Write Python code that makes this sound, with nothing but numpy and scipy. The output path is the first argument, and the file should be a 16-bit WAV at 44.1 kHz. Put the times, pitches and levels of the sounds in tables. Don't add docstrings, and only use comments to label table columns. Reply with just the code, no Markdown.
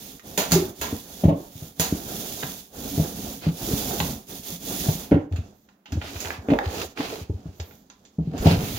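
import sys
import numpy as np
from scipy import signal
from scipy.fft import rfft, irfft
from scipy.io import wavfile
from scipy.ndimage import uniform_filter1d

SR = 44100
rng = np.random.default_rng(int(sys.argv[2]) if len(sys.argv) > 2 else 0)


def transcribe(u):
    v = np.clip(np.atleast_2d(u).T, -1, 1)
    q = np.round(v * 32767).astype(np.int16)
    wavfile.write(sys.argv[1], SR, q)


def to_linear_factor(level_db):
    exponent = np.asarray(level_db, float) / 20
    return 10 ** exponent


N = 387198
CONTROL_STEP = 32

# start_s, peak_db, pitch_hz, ring_s, treble_rel_db
SLAPS = [
    (0.376, -16.5, 725, 0.31, -4),
    (0.511, -26.5, 700, 0.024, -3),
    (0.519, -16.5, 796, 0.24, 0),
    (0.813, -21.5, 990, 0.29, -6.5),
    (1.797, -19.5, 770, 0.32, 0),
]


def roller():
    # fastest_s, speed_up_s, slow_down_s, peel_hiss_db, pressure_db
    wall_strokes = [(0.0, .1, 0.26, -49.5, 3), (0.3, 0.086, 0.31, -51, 5.5), (0.55, 0.094, 0.23, -44.5, 9),
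                    (0.9, 0.19, 0.22, -46.5, 2.5), (1.17, 0.17, 0.17, -48.5, 2),
                    (1.43, 0.12, 0.089, -56.5, 10), (1.63, 0.19, 0.14, -53.5, 4.5),
                    (1.9, 0.17, 0.48, -46.5, 5.5), (2.3, 0.42, 0.43, -42, 1), (2.919, .22, 0.33, -42, 7),
                    (3.25, 0.2, 0.22, -45.5, 7), (3.451, 0.055, 0.12, -56.5, 18),
                    (3.879, 0.42, 0.39, -38.5, 6), (4.34, 0.087, 0.11, -47, 3),
                    (4.51, 0.11, 0.09, -40.5, -1.5), (4.78, 0.22, 0.35, -38, 3),
                    (8.45, 0.057, 0.27, -47, 16.5), (8.7, 0.15, 0.39, -44, 10)]
    tray_strokes = [
        (6.09, 0.081, 0.097, -53.5, 3),
        (6.24, 0.15, 0.15, -45.5, -1.5),
        (6.62, 0.25, 0.26, -59.5, 14),
        (6.808, 0.14, 0.085, -43.5, -0.5),
        (7.03, 0.081, 0.19, -53, 10.5),
        (7.15, 0.14, 0.12, -49.5, 2),
    ]
    lifts = [(5.2, 0.21, 0.096, -71.5, 29), (5.37, 0.085, 0.25, -65.5, 17.5), (5.62, .15, 0.2, -75.5, 9.5),
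             (5.96, 0.095, 0.36, -61.5, 14.5), (6.42, 0.22, 0.13, -64.5, 15), (6.89, .05, 0.068, -57.5, 4),
             (7.42, 0.6, 0.51, -68.5, 17.5), (7.65, 0.17, 0.23, -65, -4), (8.12, 0.99, 0.42, -72.5, 9.5),
             (8.368, 0.068, 0.04, -69, 36.5)]
    # spray_over_peel_db, scrub_over_rumble_db
    surfaces = [
        (1.5, -3.5),
        (-3, 4.5),
        (-7.5, -5),
    ]
    # freq_hz, level_db_per_hz
    peel_spectrum = [(530, -57), (900, -2), (1100, -27), (1190, -32), (1300, -26), (1860, -8.5),
                     (3510, -0.5), (5890, -1), (7040, 0), (8030, -10), (8500, -16), (11000, -14.5),
                     (18700, -120)]
    spray_spectrum = [(4590, -7), (7800, -38), (8090, -2.5), (10200, 5), (13400, 7.5), (15100, 8.5),
                      (15900, 7), (16200, -30.5)]
    scrub_spectrum = [(180, -39), (300, -5), (391, -1.5), (606, -9), (721, -6.5), (963, -20.5), (1400, -22),
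                      (1820, -25), (3080, -120)]
    rumble_spectrum = [(13, -40), (30, -8.5), (97, -11.5), (161, 0.5), (215, 7.5), (278, 3.5), (346, -21.5),
                       (400, -17.5), (520, -26), (880, -120)]
    fling_db, fling_db_per_s = -23, 195.5
    speed_law = np.array([[1], [0.99], [1], [1]])

    power = 0
    for rows, (spray_db, scrub_db) in zip((wall_strokes, tray_strokes, lifts), surfaces):
        for *stroke, peel_db, press_db in rows:
            speed = arch(*stroke, 0) ** speed_law
            levels_db = peel_db + np.array([0, spray_db, press_db, press_db + scrub_db])
            power = power + (speed * to_linear_factor(levels_db)[:, None]) ** 2
    for start_s, peak_db, *_ in SLAPS:
        t = np.arange(power.shape[1]) * CONTROL_STEP / SR - start_s
        power[1] += (t > 0) * to_linear_factor(peak_db + fling_db - fling_db_per_s * np.abs(t)) ** 2
    peel, spray, load, nap = map(glide, power)

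    tack = to_linear_factor(0.92 * walk(13) + walk(60))
    snaps = 0.5 * unit(grains(2500, 3.25))
    hiss = spread(tack, snaps, peel_spectrum) * peel * to_linear_factor(-0.5)
    hiss += spread(tack, snaps, spray_spectrum) * spray * to_linear_factor(0.2 * walk(1.1))

    rumbles = []
    for _ in range(2):
        lumps = rng.standard_normal(N) * to_linear_factor(1.8 * walk(25)) + 0.47 * unit(grains(90, 1.6))
        rumbles.append(unit(colour(lumps + 1.5 * wall(lumps), rumble_spectrum)))
    rumble = ports(*rumbles) * load
    scrub = spread(to_linear_factor(2.5 * walk(30)), 0.33 * unit(grains(120, 2)), scrub_spectrum) * nap
    return lean(hiss, -1) + rumble + scrub


def tray():
    # hardest_s, build_up_s, let_go_s, level_db
    squeezes = [(3.455, 0.051, 0.083, -42), (6.1, 0.12, 0.31, -43), (6.3, 0.12, 0.15, -47.5),
                (6.67, 0.05, 0.024, -42), (6.815, 0.17, 0.036, -36), (7.04, 0.09, 0.25, -41),
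                (7.45, 0.82, 0.38, -64), (8.31, 0.14, 0.094, -59), (5.08, 0.13, 0.081, -53),
                (8.472, 0.034, 0.082, -28), (8.525, 0.049, 0.048, -32.5), (8.65, 0.38, 0.45, -42)]
    body = [(500, -11.5), (850, -3.5), (1250, -7.0), (1800, -7.0),
            (2600, -2.0), (3500, -5.5), (4800, -7.0), (8000, -22.5)]
    chatter = spread(to_linear_factor(3.4 * walk(28)), 0.76 * unit(grains(400, 2.3)), body)
    return chatter * arches(squeezes) * to_linear_factor(-1.5)


def thuds():
    # start_s, peak_db, pitch_hz, ring_s, crack_rel_db
    knocks = [(0.374, -27, 192, 0.17, 8), (0.507, -27, 162, 0.084, -9), (0.519, -17, 167.3, 0.23, -6),
              (0.921, -22.5, 211, 0.078, -41), (1.231, -9, 189, 0.066, -14),
              (1.247, -10, 165, 0.035, -11.5), (1.277, -18, 154, 0.043, -5), (1.318, -19, 179, 0.07, -13.5),
              (1.616, -35, 143, 0.079, -36.5), (1.79, -24, 170, 0.1, 1.5), (1.919, -15.5, 179, 0.029, -30),
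              (2.429, -34, 139, 0.16, -4), (2.971, -21.5, 159, 0.061, -4.5), (2.991, -18, 154, 0.079, -13),
              (3.461, -19, 162, 0.11, -16), (3.727, -26, 141, 0.017, -25.5), (4.002, -25.5, 172, 0.17, -22),
              (4.08, -32, 134, 0.15, -19), (4.88, -15, 155.3, 0.047, -8), (5.137, -11, 147, 0.044, -13),
              (7.451, -28.5, 166, 0.049, -38), (8.179, -19.5, 159, 0.11, -50), (8.266, -28, 154, 0.14, -32),
              (8.463, -10, 142, 0.063, -6.5), (8.5, -13.5, 172.5, 0.12, -9)]
    # start_s, peak_db, pitch_hz, ring_s, crack_rel_db
    raps = [(0.813, -34, 408, 0.25, 4), (1.286, -23, 281, 0.14, 2), (5.107, -20, 287, 0.03, -18.5),
            (5.112, -6.5, 254, 0.045, -17.5), (5.921, -26, 224, 0.057, -19.5), (6.481, -19, 234, 0.061, -4),
            (6.495, -15.5, 240.5, 0.11, -8), (6.529, -16, 231, 0.038, -6), (6.513, -13, 250.4, 0.13, -12.5),
            (6.992, -21, 244, 0.047, -6.5), (7.122, -25.5, 417, 0.09, -28.5),
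            (8.331, -30.5, 250, 0.077, -1.5)]
    # start_s, peak_db, pitch_hz, crack_rel_db
    thumps = [(1.233, -20, 100, -36), (5.111, -13.5, 116.5, -35), (1.548, -35.5, 120, -18),
              (5.308, -23, 98, -18), (5.329, -24, 82.5, -17), (5.379, -25, 92, -15), (5.915, -26, 88, -38),
              (5.963, -20, 82, -14.5), (6.035, -37, 78, 4), (6.149, -35.5, 80, -6), (6.246, -43, 74.5, 4),
              (6.379, -39, 81, -10), (6.657, -26.5, 74, -32), (6.76, -40.5, 82.5, 8), (6.841, -42.5, 83, 4),
              (7.207, -36, 86, -10), (7.291, -19.5, 105, -17), (7.592, -28, 88, -6.5),
              (8.389, -31, 61.4, -15), (8.451, -8.5, 128, -22), (7.334, -31, 86, -30),
              (7.475, -37, 87, -33)]
    board_ring_s, build_cycles, lag_s = 0.039, 0.86, 0.00323
    rattle_spectrum = [(150, -29.0), (350, 9.5), (550, 13.5), (900, 0.0),
                       (1300, -23.0), (3000, -21.5), (8000, -39.5)]
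    pad_spectrum = [(30, -23.5), (65, 3.5), (100, 5.5), (140, 2.5),
                    (800, -5.0), (1400, -15.0), (3000, -45.5)]

    blow, crack = np.zeros(N + SR), np.zeros(N + SR)
    t = np.arange(SR // 3) / SR
    rattle = unit(colour(rng.standard_normal(N + SR), rattle_spectrum))
    boards = [(s, db, hz, board_ring_s, crack_db) for s, db, hz, crack_db in thumps]
    for start_s, peak_db, hz, ring_s, crack_db in knocks + raps + boards:
        i = int((start_s + lag_s) * SR)
        build_s = build_cycles / max(hz, 175)
        fade = to_linear_factor(peak_db - 3.0) * swell_decay(t, build_s, np.clip(ring_s, 0.02, 0.3))
        sagging_hz = hz * (1 + 0.25 * np.exp(-t / 0.0062))
        swing = -np.sin(2 * np.pi * np.cumsum(sagging_hz) / SR)
        noise = ring(rng.standard_normal(len(t)), 1.4 * hz, 1.5 * hz)
        shudder = unit(ring(noise, 0.89 * hz, 1.5 * hz))
        blow[i:i + len(t)] += fade * (swing + 0.44 * shudder)
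        crack[i:i + len(t)] += fade * to_linear_factor(crack_db + 2.0) * rattle[i:i + len(t)]
    blow = colour(blow, pad_spectrum)
    hits = 1.76 * blow + 0.41 * wall(blow) + crack + rings()
    return room(hits[:N], wet_db=-5)


def rings():
    # start_s, peak_db, pitch_hz, swell_s, ring_s
    clean_rings = [(0.552, -9, 378, .013, 0.061), (0.582, -16, 368, 0.01, 0.069),
                   (.598, -24, 335, 0.0067, .04), (.615, -16, 365, 0.011, 0.046),
                   (0.639, -37, 343, 0.0053, .05), (0.655, -35, 360, 0.012, .05),
                   (.678, -34, 350, 0.0091, 0.092), (.694, -44, 387, 0.0066, .07),
                   (.722, -47, 356, 0.0075, .06), (1.290, -21.5, 663, 0.0055, 0.078),
                   (1.284, -31.5, 885, 0.005, 0.073), (1.305, -34, 1080, .006, 0.066),
                   (1.278, -14, 155, 0.0082, 0.035), (1.312, -28, 298, 0.0045, 0.073),
                   (1.352, -22, 283, .006, 0.08), (1.398, -31.5, 346, 0.0052, 0.09),
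                   (3.481, -20, 170, 0.0083, 0.058), (3.514, -29, 156, 0.013, 0.073),
                   (5.121, -7.5, 472, 0.0059, 0.01), (5.150, -12.5, 282, .005, 0.077),
                   (5.165, -12, 316, 0.0043, 0.04), (5.185, -29, 253, .005, 0.073),
                   (5.223, -33, 282, .006, .15), (5.256, -36, 303, 0.0043, 0.12),
                   (6.499, -36, 2550, 0.0044, 0.027), (1.258, -15, 185.5, .007, 0.07),
                   (6.588, -17.5, 823, 0.0025, 0.037), (6.618, -25, 787, 0.0052, 0.042),
                   (7.298, -19, 302, 0.0028, 0.014), (8.462, -12.5, 790, 0.004, 0.024),
                   (8.545, -17, 130, 0.0056, .12), (8.587, -15, 146, 0.0073, 0.032),
                   (8.632, -23, 128, 0.0073, 0.083), (8.672, -37, 150, 0.0089, 0.068),
                   (0.80, -36, 71, 0.015, 0.25), (3.6, -40, 45, 0.057, 0.32),
                   (4.52, -30, 174, 0.0099, 0.17), (8.19, -33, 66, .015, 0.35), (8.39, -27, 45, .03, .3),
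                   (8.737, -24, 112, .012, 0.13)]
    out, t = np.zeros(N + SR), np.arange(SR // 5) / SR
    for start_s, peak_db, hz, swell_s, ring_s in clean_rings:
        i = int(start_s * SR)
        fade = to_linear_factor(peak_db) * swell_decay(t, swell_s, ring_s)
        out[i:i + len(t)] += fade * np.sin(2 * np.pi * hz * t)
    return out


def clicks():
    # start_s, peak_db, ring_s, treble_rel_db
    frame_clicks = [(2.427, -21.5, 0.033, -36), (2.432, -19.5, 0.032, -29), (4.002, -13, 0.05, -15.5),
                    (4.886, -30.5, 0.067, -12.5), (5.112, -30, 0.043, -33.5), (5.118, -25, 0.23, -45),
                    (5.324, -40.5, 0.1, -11), (6.015, -25, 0.069, -34), (6.248, -29, 0.053, -23),
                    (6.256, -28, 0.06, -20), (6.485, -25, 0.11, -47.5), (6.503, -26.5, 0.15, -23),
                    (6.535, -21.5, 0.024, -39), (6.622, -50, 0.053, -30), (6.657, -26, 0.031, -17),
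                    (6.699, -37, .04, -16), (6.793, -33, 0.033, -3), (6.817, -24.5, 0.05, -6.5),
                    (6.974, -24, 0.065, -28), (7.006, -21.5, 0.034, -24.5), (7.71, -43, 0.093, -26)]
    # start_s, peak_db, pitch_hz, ring_s, treble_rel_db
    splashes = [
        (5.36, -39.5, 2560, 0.13, -7),
        (5.921, -37, 735, 0.21, -8.5),
        (6.162, -35, 2460, 0.068, -25),
        (6.203, -37.5, 2490, 0.23, 8.5),
        (8.379, -36.5, 1080, 0.53, -2.5),
    ]
    ticks = [
        (0.195, -41, 1820, 0.034, -8),
        (1.240, -32.5, 754, 0.089, -13),
        (5.688, -48, 973, 0.06, -15.5),
        (5.857, -40, 2820, 0.14, -14),
        (7.599, -32, 710, 0.077, -3),
        (7.9, -43, 930, 0.09, -3),
        (8.051, -54, 3310, 0.13, 4.5),
    ]
    ribs = [
        (6.272, -29, 940, .05, -40.5),
        (6.305, -17, 1510, 0.025, -56),
        (6.336, -30, 950, 0.088, -44),
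        (6.588, -12.5, 1670, 0.013, -36),
        (5.921, -40, 5600, 0.069, -9),
        (6.022, -38, 2700, .04, -18),
    ]
    # freq_hz, gain_db
    phone_colour = [(1000, 7.5), (4500, 13), (6600, 4), (7500, -5.5), (8100, -16.5), (11000, -0.5),
                    (15500, 14.5)]
    frame_hz = 760
    near_wet_db = -2

    frame = [(s, db, frame_hz, ring_s, treble_db) for s, db, ring_s, treble_db in frame_clicks]
    # rows, top octave over treble (dB), near the phone
    kinds = ((SLAPS, 14.5, 0), (splashes, 8.5, 0), (ticks, -34.5, 0), (frame + ribs, 8.5, 1))
    out, t = np.zeros((2, N + SR)), np.arange(SR // 6) / SR
    noise = rng.standard_normal(N + SR)
    for rows, top_over_db, near in kinds:
        for start_s, peak_db, hz, ring_s, treble_db in rows:
            i = int(start_s * SR)
            top_db = treble_db + top_over_db
            decay = to_linear_factor(-60 * t / np.clip(ring_s, 0.005, 0.4)) + 0.61 * np.exp(-t / 0.0013)
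            burst = noise[i:i + len(t)] * decay
            slope = [(300, -15.5), (700, 0.5), (2000, -4.0), (3600, 0.26 * treble_db - 3.0),
                     (5500, treble_db), (7500, treble_db + 14.5), (9000, top_db), (16000, top_db - 21.5)]
            hit = colour(burst, slope, size=256)
            hit += 1.55 * ring(burst, hz, 0.11 * hz)
            hit += 0.54 * ring(burst, 0.64 * hz, 0.49 * hz)
            out[near, i:i + len(t)] += to_linear_factor(peak_db - 9.5) * hit
    far, close = (colour(v[:N], phone_colour) for v in out)
    dry_close = (1 - to_linear_factor(near_wet_db)) * ports(close, np.roll(close, 8))
    return lean(room(far + to_linear_factor(near_wet_db) * close, wet_db=-4) + dry_close, 0.5)


def booms():
    # loudest_s, peak_db, pitch_hz, ring_s
    deep_swings = [(0.831, -37, 92, .1), (0.934, -28, 95, .1), (1.245, -20, 99, .07), (1.285, -19, 94, .07),
                   (2.105, -35, 192, .05), (2.981, -31, 101, .06), (3.007, -27, 106, 0.093),
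                   (3.197, -34, 305, 0.035), (3.477, -22, 150, 0.11), (3.676, -27, 167, .04),
                   (3.691, -23.5, 322, 0.065), (3.713, -23, 88, 0.055), (3.737, -24, 95, 0.067),
                   (3.738, -14, 140, 0.021), (1.284, -9, 165, 0.044), (4.889, -8, 153, 0.059),
                   (5.319, -23, 129, .04), (5.339, -24, 86.3, 0.17), (8.277, -25, 152, .03),
                   (8.41, -35, 80, .05), (.575, -21.5, 371.7, 0.28), (6.55, -27, 50.6, 0.25),
                   (8.47, -23, 99, 0.088), (3.936, -33, 340, .05), (3.980, -30, 200, .06),
                   (4.699, -28, 179, 0.1), (4.745, -30, 185, .04), (4.868, -19.5, 217, 0.024),
                   (4.889, -16.5, 98, 0.097), (4.955, -24, 170, 0.077), (5.121, -7, 171, 0.052),
                   (5.123, -21, 102, .06), (5.186, -24, 101, .07), (5.934, -25, 82, 0.11),
                   (5.957, -20, 183, 0.035), (5.976, -26, 297, 0.064), (6.264, -35, 80, 0.32),
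                   (6.678, -32, 84.4, 0.14), (6.808, -32, 89, .1), (7.351, -36, 85, 0.078),
                   (7.489, -31, 87, 0.13), (7.623, -32, 82, 0.15), (8.234, -41, 89, 0.065),
                   (8.256, -27, 181, .06), (8.274, -32, 94, .07), (8.350, -34, 92, .1),
                   (8.524, -16, 174, .04), (8.533, -16, 95, 0.13), (8.576, -18, 91, 0.06),
                   (8.638, -31, 95, .06)]
    out, t = np.zeros(N + SR), np.arange(SR // 4) / SR
    for loudest_s, peak_db, hz, ring_s in deep_swings:
        swell_s = 0.81 / hz
        i = int((loudest_s - swell_s) * SR)
        fade = to_linear_factor(peak_db) * swell_decay(t, swell_s, ring_s)
        out[i:i + len(t)] += fade * np.sin(2 * np.pi * hz * t)
    out = colour(out[:N], [(25, -12.5), (70, 0)])
    return ports(out, np.roll(out, 8))


def cloth():
    # fastest_s, speed_up_s, slow_down_s, level_db
    brushes = [
        (5.58, 0.06, .12, -67),
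        (7.64, 0.11, 0.25, -56.5),
    ]
    airy = [(9000, -25.0), (12000, -8.0), (13800, 0.0), (15500, -7.5)]
    return spread(to_linear_factor(1.9 * walk(30)), np.zeros(N), airy) * arches(brushes)


def hush():
    # freq_hz, level_db_per_hz
    hush_spectrum = [(18, -54.5), (30, -31.5), (145, -18), (198, 0.5), (258, -8.5), (883, -22),
                     (1530, -28.5), (7500, -41.5), (8200, -46), (15800, -33.5)]
    return spread(to_linear_factor(0.92 * walk(8.8)), np.zeros(N), hush_spectrum) * to_linear_factor(-64)


def wall(x):
    # freq_hz, width_hz, gain_db
    wall_modes = [(74.4, 35, 16), (117, 19, -14.5), (159, 9.2, -11.5), (281, 29, 4), (368, 21.5, 3.5),
                  (470, 28, -5), (640, 47, -21)]
    return sum(to_linear_factor(db) * ring(x, hz, width_hz) for hz, width_hz, db in wall_modes)


def room(x, wet_db):
    # freq_hz, t60_s
    decay_times = [(60, 0.27), (250, 0.27), (1000, 0.39), (4000, 0.25), (12000, 0.11)]
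    # freq_hz, gain_db
    tail_colour = [(90, -7.5), (200, -5.5), (400, -2), (800, -0.5)]
    t = np.arange(SR // 2) / SR
    out = []
    for lag in (0, 10):
        hz, frame_s, z = signal.stft(rng.standard_normal(len(t)), SR, nperseg=512)
        decay = to_linear_factor(-60 * frame_s / read(decay_times, hz)[:, None])
        tail = signal.istft(z * decay, SR)[1][:len(t)] * np.minimum(t / 0.00072, 1)
        response = to_linear_factor(wet_db) * colour(unit(tail), tail_colour) / np.sqrt(len(t))
        response[lag] += 1
        response /= np.sqrt(np.sum(response ** 2))
        out.append(signal.oaconvolve(x, response)[:N])
    return ports(*out)


def ports(mid, side):
    # freq_hz, side_minus_mid_db
    side_width = [(30, -16), (70, -19), (110, -21), (200, -20.5), (380, -11.5), (700, -3.5), (1290, 2),
                  (2400, -0.5), (4400, -0.5), (8100, -0.5)]
    side = colour(side, side_width)
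    return np.array([mid + side, mid - side])


def lean(pair, db):
    return pair * to_linear_factor(np.array([[db], [-db]]) / 2)


def spread(swell, ticks, table):
    smear = np.exp(-np.arange(400) / 60.)
    pair = []
    for _ in range(2):
        dense = swell * rng.standard_normal(N)
        echo = unit(smear * rng.standard_normal(400)) / 20
        dense = dense + signal.oaconvolve(ticks, echo)[:N]
        pair.append(unit(colour(dense, table)))
    return ports(*pair)


def arch(peak_s, rise_s, fall_s, db):
    turn_db, turn_shape = 30, 3.66
    t = np.arange(0, N + CONTROL_STEP, CONTROL_STEP) / SR - peak_s
    gone = np.where(t < 0, -t / rise_s, t / fall_s)
    return to_linear_factor(db - turn_db * np.minimum(gone, 4) ** turn_shape)


def arches(rows):
    return glide(sum(arch(*row) ** 2 for row in rows))


def glide(power):
    return np.interp(np.arange(N), np.arange(len(power)) * CONTROL_STEP, np.sqrt(power))


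def swell_decay(t, swell_s, ring_s):
    swell = np.sin(np.minimum(t / swell_s, 1) * np.pi / 2) ** 2
    return swell * to_linear_factor(-60 * np.maximum(t - swell_s, 0) / ring_s)


def walk(rate_hz):
    hold = int(SR / rate_hz)
    steps = np.repeat(rng.standard_normal(N // hold + 1), hold)
    return unit(uniform_filter1d(uniform_filter1d(steps, hold), hold)[:N])


def grains(rate_hz, spread_db):
    hits = rng.random(N) < rate_hz / SR
    size = to_linear_factor(spread_db * np.minimum(rng.exponential(size=N), 4.5))
    return hits * rng.standard_normal(N) * size


def ring(x, hz, width_hz):
    return signal.lfilter(*signal.iirpeak(hz, hz / width_hz, fs=SR), x)


def colour(x, table, size=4096):
    curve_db = read(table, np.arange(size // 2 + 1) * SR / size)
    cepstrum = irfft(curve_db * np.log(10) / 20)
    cepstrum[1:size // 2] *= 2
    cepstrum[size // 2 + 1:] = 0
    return signal.oaconvolve(x, irfft(np.exp(rfft(cepstrum))))[:len(x)]


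def read(table, hz):
    table_hz, value = np.transpose(table)
    return np.interp(np.log(np.maximum(hz, 1)), np.log(table_hz), value)


def unit(x):
    return x / np.sqrt(np.mean(x ** 2))


def scene():
    return roller() + tray() + thuds() + clicks() + cloth() + hush() + booms()


def top_cut(x):
    return signal.sosfilt(signal.butter(12, 16075, fs=SR, output="sos"), x)


def record(dry):
    # freq_hz, left_minus_right_db
    port_lean = [(60, -1.3), (130, -0.1), (300, -2), (500, -4.5), (1300, -5), (2400, -3.5), (4400, -3),
                 (6800, -11), (8600, -1.5), (11000, 0), (13000, -3.5), (15700, -7.5)]
    ears = []
    for channel, sign in zip(np.tanh(0.59 * dry) / 0.6, (1, -1)):
        tilt = [(hz, sign * db / 2) for hz, db in port_lean]
        ears.append(colour(channel, [(8.6, 7)] + tilt + [(15950, -5), (16080, -69.5)]))
    return top_cut(np.array(ears))


dry = scene()
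out = record(dry)
transcribe(out)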